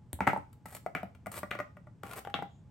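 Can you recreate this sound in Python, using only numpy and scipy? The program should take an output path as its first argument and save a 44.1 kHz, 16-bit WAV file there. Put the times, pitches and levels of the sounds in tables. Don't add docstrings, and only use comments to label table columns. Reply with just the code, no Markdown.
import sys
import numpy as np
from scipy import signal
from scipy.fft import rfft, irfft
from scipy.io import wavfile

SR = 44100
rng = np.random.default_rng(int(sys.argv[2]) if len(sys.argv) > 2 else 0)


def master_out(mix):
    frames = np.transpose(np.atleast_2d(mix))
    ceiling = np.clip(frames, -1, 1)
    pcm = np.round(ceiling * 32767).astype(np.int16)
    wavfile.write(sys.argv[1], SR, pcm)


N = 119070

# t/s, then level/dB of edge tick, air thump, panel, flaps, crack
KNOCKS = [(0.189, -68, -57, -50, -72, -87), (0.2049, -36, -35, -31.5, -39, -39.5),
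          (0.2683, -42, -36, -32, -33, -45), (0.2736, -26, -29.5, -25, -30, -32),
          (0.3316, -35.5, -41, -31, -47, -64), (0.3614, -62, -54, -34, -50, -67),
          (0.3739, -41, -42, -41.5, -65, -67), (0.6556, -36.5, -53, -50.5, -50.5, -62.5),
          (0.8615, -42, -56, -35.5, -45.5, -65.5), (0.9493, -30, -40.5, -43, -41.5, -37.5),
          (1.0304, -37.5, -42.5, -39.5, -52.5, -59), (1.2595, -36.5, -52.5, -59.5, -48, -57.5),
          (1.2672, -29.5, -48.5, -42, -49.5, -71.5), (1.4302, -39, -48.5, -41.5, -41.5, -60.5),
          (1.508, -35, -61, -58, -58, -51), (1.512, -35.5, -63, -55, -37.5, -39),
          (1.5499, -39, -54, -47, -45, -72), (1.5883, -53, -57, -44, -40.5, -66.5),
          (1.5999, -64, -48.5, -40.5, -37.5, -61), (1.7681, -55.5, -57, -56.5, -57.5, -74.5),
          (1.869, -73.5, -63, -59, -61.5, -88), (2.0335, -34.5, -48, -44.5, -45, -63),
          (2.2489, -38.5, -67, -48, -52.5, -61.5), (2.2718, -47, -59, -40, -50, -63.5),
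          (2.3404, -50, -41.5, -34.5, -38, -37.5), (2.3888, -58.5, -46, -40, -56, -78),
          (2.4226, -48.5, -44, -37, -47, -72)]
# t/s, rasp level/dB, body level/dB
CATCHES = [(0.5287, -46.5, -69.5), (0.6584, -34.5, -59), (0.6831, -43, -61), (0.7252, -39, -57),
           (0.7485, -26, -57.5), (0.7659, -34.5, -55), (1.1484, -59, -62.5), (1.3164, -28.5, -58),
           (1.3404, -46, -50.5), (1.3755, -36, -46), (2.0645, -45.5, -53), (2.1105, -36, -49),
           (2.1326, -33, -46), (2.1824, -64, -50.5), (2.2988, -53, -57.5)]
# start t/s, end t/s, body level/dB, rasp level/dB
SLIDES = [(0.668, 0.768, -65.5, -57), (1.313, 1.395, -54.5, -47), (2.031, 2.144, -54, -60.5),
          (2.156, 2.195, -48.5, -49)]
# t/s, level/dB
THUDS = [(0.134, -37.5), (0.213, -41.5)]
PIECE_STARTS = [0, .8, 1.4, 2.0]

# f/Hz, level/dB, t60/s
PANEL_MODES = [
    [(640, -2, 0.018), (810, -3, 0.03), (860, 0, 0.038)],
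    [(560, 0, 0.025), (665, 13, 0.035), (700, 2, 0.07)],
    [(325, -14, 0.043), (595, -2, 0.06), (660, -10, 0.021)],
    [(540, 5.5, 0.018), (720, 10, 0.02), (802, 2, 0.125)],
]
# f/Hz, level/dB, t60/s
FLAP_MODES = [
    [(1130, 3, 0.012), (1300, 2, .055), (1960, -1.5, 0.04)],
    [(1260, -3, 0.045), (1370, -5, 0.04), (1990, -9, 0.03)],
    [(1190, 6, 0.06), (1410, 8, 0.035), (1910, 4, 0.04)],
    [(1150, -3, 0.016), (1380, -1.5, 0.016)],
]
# f/Hz, level/dB, t60/s
THUMP_MODES = [(178, 0, 0.085), (270, 0, 0.05), (370, -4, 0.035)]
# f/Hz, level/dB, t60/s
THUD_MODES = [(81, -2, 0.092), (123, -4.5, 0.055), (230, 2.5, 0.019)]

# f/Hz, level/dB
CLACK_COLOUR = [(400, -12), (1250, -6.5), (1650, -15.5), (2050, -8.5), (2600, -24), (4000, -35.5)]
CRACK_CENTRES = [2080, 2150, 2300, 3050]
# multiple of the centre, level/dB
CRACK_COLOUR = [(.3, -10), (.72, -7), (1, 5), (1.2, -2), (1.5, -20), (2.2, -31), (4.5, -46)]
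# f/Hz, level/dB
CRACK_ECHO_COLOUR = [(350, -10), (700, 6), (1000, -16.5), (1280, 5), (1600, -6.5), (2100, -0.5),
                     (2900, -13.5), (4200, -31)]
# f/Hz, level/dB
EDGE_COLOUR = [(1200, 5.5), (3000, -1.5), (6000, -4.5), (8500, 8), (12000, 8.5), (15500, 1)]
# f/Hz, level/dB
RUB_COLOUR = [(250, -2), (700, 5), (1300, 3), (2400, -1), (4500, -16.5)]
# f/Hz, level/dB
NAIL_COLOUR = [(1500, -5), (2800, -22), (3900, -12.5), (5400, -29.5), (7800, 0), (12000, -3.5),
               (16000, -13)]
# f/Hz, level/dB
TAIL_COLOUR = [(150, -10), (700, -11), (2000, -7.5), (5000, -4.5), (12000, -18.5)]
# f/Hz, level/dB
RUMBLE_COLOUR = [(20, -15.5), (40, -3.5), (65, 1), (120, 3.5), (220, -7.5), (350, -20.5), (800, -28),
                 (4000, -48), (8500, -49), (16000, -67)]

# f/Hz, t60/s
ROOM_DECAY = [(150, 0.15), (800, 0.32), (2000, 0.25), (12000, 0.5)]
# f/Hz, level/dB
LEFT_LEAN = [(150, 4), (650, 1.5), (1300, 3.5), (4500, 8), (9000, 0.5)]
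# f/Hz, width/Hz, level/dB
NOTCHES = [(10135, 610, -15.5), (13500, 550, -13)]

SHOT = 8192
AGE = np.arange(SHOT) / SR
LEVEL_WINDOW_S, SNAP_DB = .02, -4
CONTACT_LAG_S, CRACK_ECHO_LAG_S = .001, .011
GRAINS_PER_S, GRAIN_SPREAD_DB = 1100, 3
ROOM_GAP_S, EARLY_DB, ROOM_SIDE_HZ = .003, -6, 300
RUMBLE_DB, HUM_DB, WHISTLE_DB, RUMBLE_SIDE_HZ = -53.5, -78.5, -82, 842
LOW_CUT_HZ, HIGH_CUT_HZ = 77, 16200


def knocks():
    out = np.zeros(N)
    for s, tick_db, thump_db, panel_db, flap_db, crack_db in KNOCKS:
        piece = piece_at(s)
        flap_tones = ring(FLAP_MODES[piece], scatter=.02)
        flaps = level_shot(flap_tones + undb(-3) * burst(CLACK_COLOUR, t60=.03))
        crack_colour = [(ratio * CRACK_CENTRES[piece], db) for ratio, db in CRACK_COLOUR]
        crack = undb(crack_db) * burst(crack_colour, t60=.012, snap=undb(SNAP_DB))
        thump = undb(thump_db) * ring(THUMP_MODES, scatter=.12, rise_s=.003)
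        crack_echo = undb(crack_db - 3.5) * burst(CRACK_ECHO_COLOUR, t60=.17)
        tick = undb(tick_db - 24.5) * burst(EDGE_COLOUR, t60=.006)
        panel = undb(panel_db) * ring(PANEL_MODES[piece])
        add(out, s + CONTACT_LAG_S, tick + thump + panel + undb(flap_db) * flaps + crack)
        add(out, s + CRACK_ECHO_LAG_S, crack_echo)
    return out


def catches():
    out = np.zeros(N)
    for s, rasp_db, body_db in CATCHES:
        tug = noise_puff(t60=.03, rise_s=.001)
        body = undb(body_db) * rubbed_card(tug, s)
        rasp = undb(rasp_db - 19) * burst(EDGE_COLOUR, t60=.025, rise_s=.001)
        add(out, s, body + rasp)
    return out


def slides():
    out = np.zeros(N)
    for start, end, body_db, rasp_db in SLIDES:
        length = abs(end - start)
        speed = (AGE < length) * np.interp(AGE, [0, length], [.35, 1])
        hits = rng.random(SHOT) < GRAINS_PER_S / SR
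        sizes = undb(GRAIN_SPREAD_DB * rng.standard_normal(SHOT))
        grains = hits * sizes * rng.choice([-1, 1], SHOT) * speed
        body = undb(body_db) * rubbed_card(grains, start)
        rasp = undb(rasp_db) * level_shot(colour(grains, EDGE_COLOUR))
        add(out, start, np.sqrt(length / LEVEL_WINDOW_S) * (body + rasp))
    return out


def rubbed_card(force, s):
    piece = piece_at(s)
    modes = ring(PANEL_MODES[piece]) + ring(FLAP_MODES[piece])
    shaking = level_shot(colour(force, RUB_COLOUR))
    ringing = level_shot(signal.fftconvolve(force, modes)[:SHOT])
    return level_shot(shaking + undb(-4.5) * ringing)


def flick():
    out = np.zeros(N)
    click = undb(-40) * burst(NAIL_COLOUR, t60=.005, snap=undb(SNAP_DB))
    add(out, s=.1308, x=click)
    for s, db in THUDS:
        add(out, s, undb(db) * ring(THUD_MODES, rise_s=.003))
    return out


def direct_sound(x):
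    hz = freqs(N)
    lean = undb(lookup(LEFT_LEAN, hz) / 2)
    right_delay = np.exp(-2j * np.pi * hz * .000021)
    return irfft(rfft(x) * np.array([lean, right_delay / lean]), N)


def room_echoes(x):
    n = SR // 2
    t = np.arange(n) / SR
    centres = np.log([hz for hz, _ in ROOM_DECAY])
    noise, tail = rfft(rng.standard_normal((2, n))), 0
    for share, (_, t60) in zip(np.eye(len(centres)), ROOM_DECAY):
        band = irfft(noise * np.interp(np.log(freqs(n) + 1), centres, share), n)
        decay = fade(t60, t) * np.clip(t / ROOM_GAP_S - 1, 0, 1)
        tail = tail + band * decay / np.sqrt(np.sum(decay ** 2))
    early = rng.laplace(size=(2, n)) * fade(t60=.16, t=t) * (t > ROOM_GAP_S / 2)
    early *= undb(EARLY_DB) / np.sqrt(np.sum(early ** 2, axis=1, keepdims=True))
    echoes = signal.fftconvolve(x[None], colour(tail, TAIL_COLOUR) + early, axes=1)[:, :N]
    mid = echoes.mean(axis=0)
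    width = freqs(N) / np.hypot(freqs(N), ROOM_SIDE_HZ)
    return mid + irfft(rfft(echoes - mid) * width, N)


def ventilation():
    mid, side = (unit(colour(rng.standard_normal(N), RUMBLE_COLOUR)) for _ in range(2))
    width = .5 * np.sqrt(freqs(N) / (freqs(N) + RUMBLE_SIDE_HZ))
    side = irfft(rfft(side) * width, N)
    rumble = undb(RUMBLE_DB) * np.array([mid + side, mid - side])
    swell = np.sin(np.interp(np.arange(N) / SR, [2.47, 2.64], [0, np.pi]))
    whistle = undb(WHISTLE_DB) * narrow_noise(hz=6900, width_hz=650) * swell
    hum = undb(HUM_DB) * narrow_noise(hz=845, width_hz=8.2)
    return rumble + hum + whistle


def piece_at(s):
    return np.searchsorted(PIECE_STARTS, s) - 1


def ring(modes, scatter=.01, rise_s=.00046):
    tones = 0
    for hz, db, t60 in modes:
        pitch = hz * (1 + scatter * rng.standard_normal())
        tones += undb(db) * fade(t60) * np.sin(2 * np.pi * pitch * AGE)
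    return level_shot(tones * (1 - np.exp(-AGE / rise_s)))


def noise_puff(t60, rise_s):
    return rng.standard_normal(SHOT) * fade(t60) * (1 - np.exp(-AGE / rise_s))


def burst(points, t60, rise_s=.0001, snap=0):
    puff = level_shot(noise_puff(t60, rise_s))
    click = level_shot(1. * (AGE == 0))
    return level_shot(colour(puff - snap * click, points))


def narrow_noise(hz, width_hz):
    band = np.exp(-((freqs(N) - hz) / width_hz) ** 2)
    return unit(irfft(rfft(rng.standard_normal(N)) * band, N))


def colour(x, points):
    n = x.shape[-1]
    cepstrum = irfft(np.log(undb(lookup(points, freqs(n)))), n)
    cepstrum[1:n // 2] *= 2
    cepstrum[n // 2 + 1:] = 0
    return irfft(rfft(x) * np.exp(rfft(cepstrum)), n)


def undb(db):
    return 10 ** (np.asarray(db) / 20)


def lookup(points, hz):
    table = np.array(points, float)
    return np.interp(np.log(hz + 1), np.log(table[:, 0]), table[:, 1])


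def freqs(n):
    return np.arange(n // 2 + 1) * SR / n


def unit(x):
    return x / np.sqrt(np.mean(x ** 2))


def level_shot(x):
    return x * np.sqrt(LEVEL_WINDOW_S * SR / np.sum(x ** 2))


def add(out, s, x):
    i = max(int(s * SR), 0)
    out[i:i + len(x)] += x[:N - i]


def fade(t60, t=AGE):
    return np.exp(-np.log(1000) * t / t60)


def scene():
    finger = flick()
    falls = knocks() + catches() + slides()
    return direct_sound(falls + finger) + room_echoes(falls + undb(-1) * finger) + ventilation()


def record(dry):
    notches = undb(sum(db * np.exp(-((freqs(N) - hz) / width) ** 2) for hz, width, db in NOTCHES))
    high_cut = signal.ellip(10, .2, 80, HIGH_CUT_HZ, fs=SR, output="sos")
    low_cut = signal.butter(2, LOW_CUT_HZ, "highpass", fs=SR, output="sos")
    band = signal.sosfreqz(np.vstack([low_cut, high_cut]), freqs(N), fs=SR)[1]
    return irfft(rfft(dry) * notches * band, N)


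dry = scene()
out = record(dry)
master_out(out)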